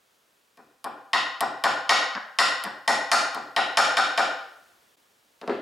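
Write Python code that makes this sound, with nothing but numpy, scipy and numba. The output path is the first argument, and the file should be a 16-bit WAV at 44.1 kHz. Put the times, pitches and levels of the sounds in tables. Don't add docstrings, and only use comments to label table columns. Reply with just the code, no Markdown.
import sys
import numpy as np
from scipy import signal
from scipy.fft import rfft, irfft
from scipy.io import wavfile
from numba import njit

SR = 44100
rng = np.random.default_rng(int(sys.argv[2]) if len(sys.argv) > 2 else 0)


def wrap_up_sound(samples):
    columns = np.atleast_2d(samples).T
    tamed = np.clip(columns, -1, 1)
    steps = np.round(tamed * 32767).astype(np.int16)
    wavfile.write(sys.argv[1], SR, steps)


N = 247401


def undb(db):
    return 10 ** (np.asarray(db) / 20)


MODE_SCATTER_DB = 1.6
CONTACT_CYCLES = 1.6


def ring(modes, turn):
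    hz, width, db = (column[:, None] for column in np.transpose(modes))
    width = np.abs(width)
    t = np.arange(SR // 4) / SR
    scatter_db = MODE_SCATTER_DB * rng.standard_normal(hz.shape)
    size = undb(db + scatter_db) * np.sqrt(width)
    sign = (-1.) ** (turn + np.arange(len(hz)))[:, None]
    swing_up = 1 - np.exp(-t * hz / CONTACT_CYCLES)
    decay = np.exp(-np.pi * width * t)
    sound = np.sum(sign * size * swing_up * decay * np.sin(2 * np.pi * hz * t), axis=0)
    return sound / np.sqrt(np.sum(sound ** 2))


def blows(times, levels_db, objects):
    out = np.zeros(N + SR)
    mode_counts = [len(modes) for modes in objects]
    turns = np.cumsum(mode_counts) - mode_counts
    for start, row in zip(times, levels_db):
        at = int(start * SR)
        for db, modes, turn in zip(row, objects, turns):
            sound = undb(db) * ring(modes, turn)
            out[at:at + len(sound)] += sound
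    return out[:N]


# start in seconds, tick level in dB, strength in dB,
# bite in dB (how far the steel rings above the wood, higher for a hard square contact),
# aim in dB (up where the part is bent, down where the blow drives into the vise screw),
# depth in dB (up for a deeper clang).
TAPS = [(0.5729, -61, -50, -18, -7.5, -8.5), (0.8428, -36, -31, -25.5, -3, 1.5),
        (1.132, -37.5, -24.5, 0.5, 2.5, 4), (1.4068, -25, -21.5, -19.5, 1.5, -0.5),
        (1.6387, -27.5, -17, -12, -2.5, -1), (1.893, -39.5, -16.5, -2.3, 0.7, 1.5),
        (2.3869, -33.5, -20, 3.4, 0.4, -1.3), (2.6381, -31, -34, -11.5, -0.3, 1.6),
        (2.8775, -33, -16.5, -8.5, 3.5, -5.5), (3.1158, -40.5, -16, -3, -3, -5),
        (3.3465, -39, -29.5, -19, -1, -5), (3.5635, -36, -20, -9.5, 0.7, 5),
        (3.7719, -39, -14.5, -5, -4.5, -3), (3.9698, -34, -18.5, -5.5, -5, 0.2),
        (4.1764, -36.5, -18, -10, -4, 0.3)]
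# level in dB when the tap's four values are 0, then dB per dB of strength, bite, aim, depth.
ANSWERS = [(-24, .6, -0.082, 0.26, -0.099), (-1.16, 1.06, -0.055, -0.058, 0.098),
           (0.23, 1.064, .45, -0.64, 0.26), (-2, 0.88, 0.65, 0.93, 0.21), (4, 1.25, 0.72, 0.12, 0.95),
           (0.96, 1.093, 0.79, 0.091, 0.21), (-0.84, 1.353, 0.81, 0.11, -.4), (-6.5, 0.91, .35, 0.37, .4)]
# frequency in Hz, width in Hz, relative level in dB.
THUD = [(97, 210, -2.5), (148, 40, -3.5), (237.3, 35, -2), (296.6, 47, 1), (371.3, 21, -7.5),
        (448.4, 172, 5)]
# frequency in Hz, width in Hz, relative level in dB.
JAWS = [(546, 100, -7.5), (695, 53, -7), (777.2, 21.7, -5), (845, 142, 1.5), (898.6, 140, -4.5),
        (1028.5, 98, -0.5), (1310, 450, 1.5)]
# frequency in Hz, width in Hz, relative level in dB.
SCREW = [(1283, 102, 3.5), (1212, 48, -9), (1372, 22, -2.5), (1427, 28, -5.5), (1499, 86, 3),
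         (1566, 97, -5.5), (1773, 74, -5.5), (2358, 27, -9.5), (2497, 190, -3.5)]
# frequency in Hz, width in Hz, relative level in dB.
PART = [(1051.4, 86, 6), (1850, 130, 0), (1898.4, 42, 1.5), (1976, 52, -1.5), (2037, 430, 0)]
# frequency in Hz, width in Hz, relative level in dB.
LOW_CLANG = [(2205, 47, -7.5), (2503, 150, -6.5), (2772, 580, 5.5), (3122, 460, 0.5), (3683, 270, -2.5),
             (3920, 280, 1)]
# frequency in Hz, width in Hz, relative level in dB.
HIGH_CLANG = [(4003, 550, 4.5), (4520, 370, 0.5), (4764, 370, -3), (4880, 190, 0.5), (5030, 920, -5),
              (5370, 213, -0.5)]
# frequency in Hz, width in Hz, relative level in dB.
SIZZLE = [(6445, 660, -0.5), (7240, 760, 2), (8230, 590, -5.5), (9580, 770, 0.5), (11550, 1500, -4)]
# frequency in Hz, width in Hz, relative level in dB.
TICK = [(2900, 1500, -2.5), (4800, 1700, -8), (6850, 2000, -4.5), (8700, 3900, 5), (11500, 2500, 2.5),
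        (14000, 2500, -6.5)]
# frequency in Hz, width in Hz, relative level in dB.
CRACK = [(2970, 1600, 1.1), (4910, 950, -1.1)]


def mallet_taps():
    taps, answers = np.array(TAPS), np.array(ANSWERS)
    times, tick_db, character = taps[:, 0], taps[:, 1], taps[:, 2:]
    *bodies_db, crack_db = answers[:, :1] + answers[:, 1:] @ character.T
    objects = (THUD, JAWS, SCREW, PART, LOW_CLANG, HIGH_CLANG, SIZZLE)
    bodies = blows(times, np.transpose(bodies_db), objects)
    ticks = blows(times, np.transpose([tick_db, crack_db]), (TICK, CRACK))
    return bodies, ticks


# start in seconds, crack level in dB, thump level in dB, knock level in dB.
GRAZES = [(2.1511, -36.5, -37, -33), (2.651, -41, -34.5, -35)]
# frequency in Hz, width in Hz, relative level in dB.
GRAZE_THUMP = [(200, 48, 1), (265, 130, -1.5)]
# frequency in Hz, width in Hz, relative level in dB.
GRAZE_KNOCK = [(577, 81, -8), (789, 120, -0.5), (1055, 140, -1), (1645, 450, 5)]


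def jaw_grazes():
    grazes = np.array(GRAZES)
    bodies = blows(grazes[:, 0], grazes[:, 3:], (GRAZE_KNOCK,))
    ticks = blows(grazes[:, 0], grazes[:, 1:3], (CRACK, GRAZE_THUMP))
    return bodies, ticks


# start in seconds, tick level in dB, knock level in dB, rattle level in dB.
LAID_DOWN = [(5.414, -48, -39, -52.5), (5.4765, -44.5, -24, -44), (5.4963, -63, -33, -39)]
# frequency in Hz, width in Hz, relative level in dB.
KNOCK = [(257, 48, 1.5), (320, 77, -5), (396, 70, 3.5), (527, 86, 0.5), (686, 270, 3), (830, 190, -1),
         (950, 320, -1.5), (1350, 320, -7.5)]
# frequency in Hz, width in Hz, relative level in dB.
RATTLE = [(1700, 200, 7.5), (2060, 220, 3), (2610, 440, 3), (3220, 790, 3), (4220, 990, 1.5),
          (7100, 4700, -3)]
# frequency in Hz, width in Hz, relative level in dB.
WOOD_TICK = [(2810, 900, 1.5), (3730, 880, 3.5), (4800, 950, 1), (7200, 1300, -10), (10600, 2500, -6)]


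def mallet_laid_down():
    laid = np.array(LAID_DOWN)
    bodies = blows(laid[:, 0], laid[:, 2:], (KNOCK, RATTLE))
    ticks = blows(laid[:, 0], laid[:, 1:2], (WOOD_TICK,))
    return bodies, ticks


def along(hz, table, column):
    table = np.array(table, float)
    return np.interp(np.log(np.maximum(hz, 1)), np.log(np.maximum(table[:, 0], 1)), table[:, column])


# frequency in Hz, t60 in seconds, build-up in ms, direct sound in dB,
# side minus mid of the tail in dB, left minus right in dB.
ROOM = [(125, 0.55, 6.7, 11.5, -26, -0.3), (250, 0.46, 8.1, 17, -32, 0.9), (500, 0.7, 14, 19.5, -14.5, 1.5),
        (910, 0.65, 3.4, 23, -9.5, 1.9), (1492, 0.75, 6.7, 24.5, -8, 1), (2100, 0.62, 26, 26, -7.5, 2),
        (4480, 0.6, 4.3, 22.5, -10.5, 0), (8000, 0.44, 4.9, 22, -13, 0), (13000, 0.3, 4, 22.5, -53.5, 0.6)]
# delay in ms, level in dB against the direct sound.
ECHOES = [(4.5, 0.5), (9, -3), (15.5, 5.5), (24.5, 5), (27.5, 3.5)]
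ECHO_SPLIT_HZ = 1700
CLUTTER_MS, CLUTTER_DB = 4, -19
LEAD = 256


def workshop():
    t = np.arange(SR) / SR
    hz = np.fft.rfftfreq(SR, 1 / SR)
    noise = rfft(rng.standard_normal((2, SR)))
    centres = np.log(np.array(ROOM)[:, 0])
    tail = 0
    for k, (_, t60, rise_ms, _, _, _) in enumerate(ROOM):
        share = np.interp(np.log(np.maximum(hz, 1)), centres, np.arange(len(ROOM)) == k)
        build_up = 1 - np.exp(-t * 1000 / rise_ms)
        tail = tail + irfft(noise * share, SR) * build_up * undb(-60 * t / t60)
    mid, side = rfft(tail)
    side = side * undb(along(hz, ROOM, column=4))

    high = 1 / (1 + (ECHO_SPLIT_HZ / np.maximum(hz, 1)) ** 4)
    early = 1
    for ms, db in ECHOES:
        early = early + undb(db) * (1 - high) * np.exp(-2j * np.pi * hz * ms / 1000)
    clutter = rng.standard_normal(SR) * undb(CLUTTER_DB) * np.exp(-t * 1000 / CLUTTER_MS)
    early = early + rfft(clutter) * high
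    early = early * undb(along(hz, ROOM, column=3))

    lean = undb(along(hz, ROOM, column=5) / 2) ** np.array([[1], [-1]])
    early = irfft(lean * early, SR)
    tail = irfft(lean * np.array([mid + side, mid - side]), SR)
    return np.roll(early, LEAD, axis=1), np.roll(tail, LEAD, axis=1)


TICK_ROOM_DB = -19
MIC_LOW_HZ, MIC_HIGH_HZ = 150, 8790


def microphone(bodies, ticks):
    early, tail = workshop()
    heard = signal.fftconvolve(bodies[None], early + tail, axes=1)
    heard = heard + signal.fftconvolve(ticks[None], early + undb(TICK_ROOM_DB) * tail, axes=1)
    band = signal.butter(1, [MIC_LOW_HZ, MIC_HIGH_HZ], "bandpass", fs=SR, output="sos")
    return signal.sosfilt(band, heard[:, LEAD:LEAD + N])


# frequency in Hz, relative density in dB per Hz.
HUSH = [(15, -67), (25, -37), (48, -8), (87, -7.5), (235, -2), (284, -1.5), (415, 0.5), (815, -1.5),
        (984, -1), (1780, -3), (2150, -5), (3230, -4.5), (15900, -13.5)]
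# frequency in Hz, side minus mid in dB.
HUSH_SIDE = [(60, -10.5), (110, -7), (200, -10), (380, -5), (700, -2), (1290, -1.5), (2380, -3.5),
             (4400, -11), (8120, -26), (15000, -35.5)]
# time in seconds, level change in dB.
HUSH_SWELL = [(0, -2.5), (0.122, -1.5), (.8, -3), (4.699, 3), (5.098, 0), (5.6, -1)]
HUSH_DB = -65


def hush():
    hz = np.fft.rfftfreq(N, 1 / SR)
    mid, side = rfft(rng.standard_normal((2, N))) * undb(along(hz, HUSH, column=1))
    mid = irfft(mid, N)
    side = irfft(side * undb(along(hz, HUSH_SIDE, column=1)), N)
    swell_db = np.interp(np.arange(N) / SR, *np.transpose(HUSH_SWELL))
    return np.array([mid + side, mid - side]) * undb(HUSH_DB + swell_db) / np.std(mid)


def scene():
    sources = [mallet_taps(), jaw_grazes(), mallet_laid_down()]
    bodies = sum(body for body, _ in sources)
    ticks = sum(tick for _, tick in sources)
    return microphone(bodies, ticks) + hush()


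@njit
def follow(x, attack, release):
    y, e = np.empty(len(x)), 0.
    for i in range(len(x)):
        e += (x[i] - e) * (attack if x[i] > e else release)
        y[i] = e
    return y


LIMIT_DB, LIMIT_RATIO = -16, 1.95
ATTACK_MS, RELEASE_MS = .7, 17
# centre in seconds, half width in ms, depth in dB.
LEVEL_DIP = (4.963, 6, -16)
CEILING = .9
TOP_HZ = 16300


def record(dry):
    loudest = np.abs(dry).max(axis=0)
    envelope = follow(loudest, 1000 / (ATTACK_MS * SR), 1000 / (RELEASE_MS * SR))
    gain = np.minimum(1, undb(LIMIT_DB) / (envelope + 1e-9)) ** (1 - 1 / LIMIT_RATIO)
    centre, half_width_ms, depth_db = LEVEL_DIP
    from_centre_ms = (np.arange(N) / SR - centre) * 1000
    gain = gain * undb(depth_db * np.exp(-(from_centre_ms / half_width_ms) ** 2))
    rounded = CEILING * np.tanh(dry * gain / CEILING)
    top_cut = signal.ellip(8, .2, 70, TOP_HZ, fs=SR, output="sos")
    return signal.sosfilt(top_cut, rounded)


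dry = scene()
out = record(dry)
wrap_up_sound(out)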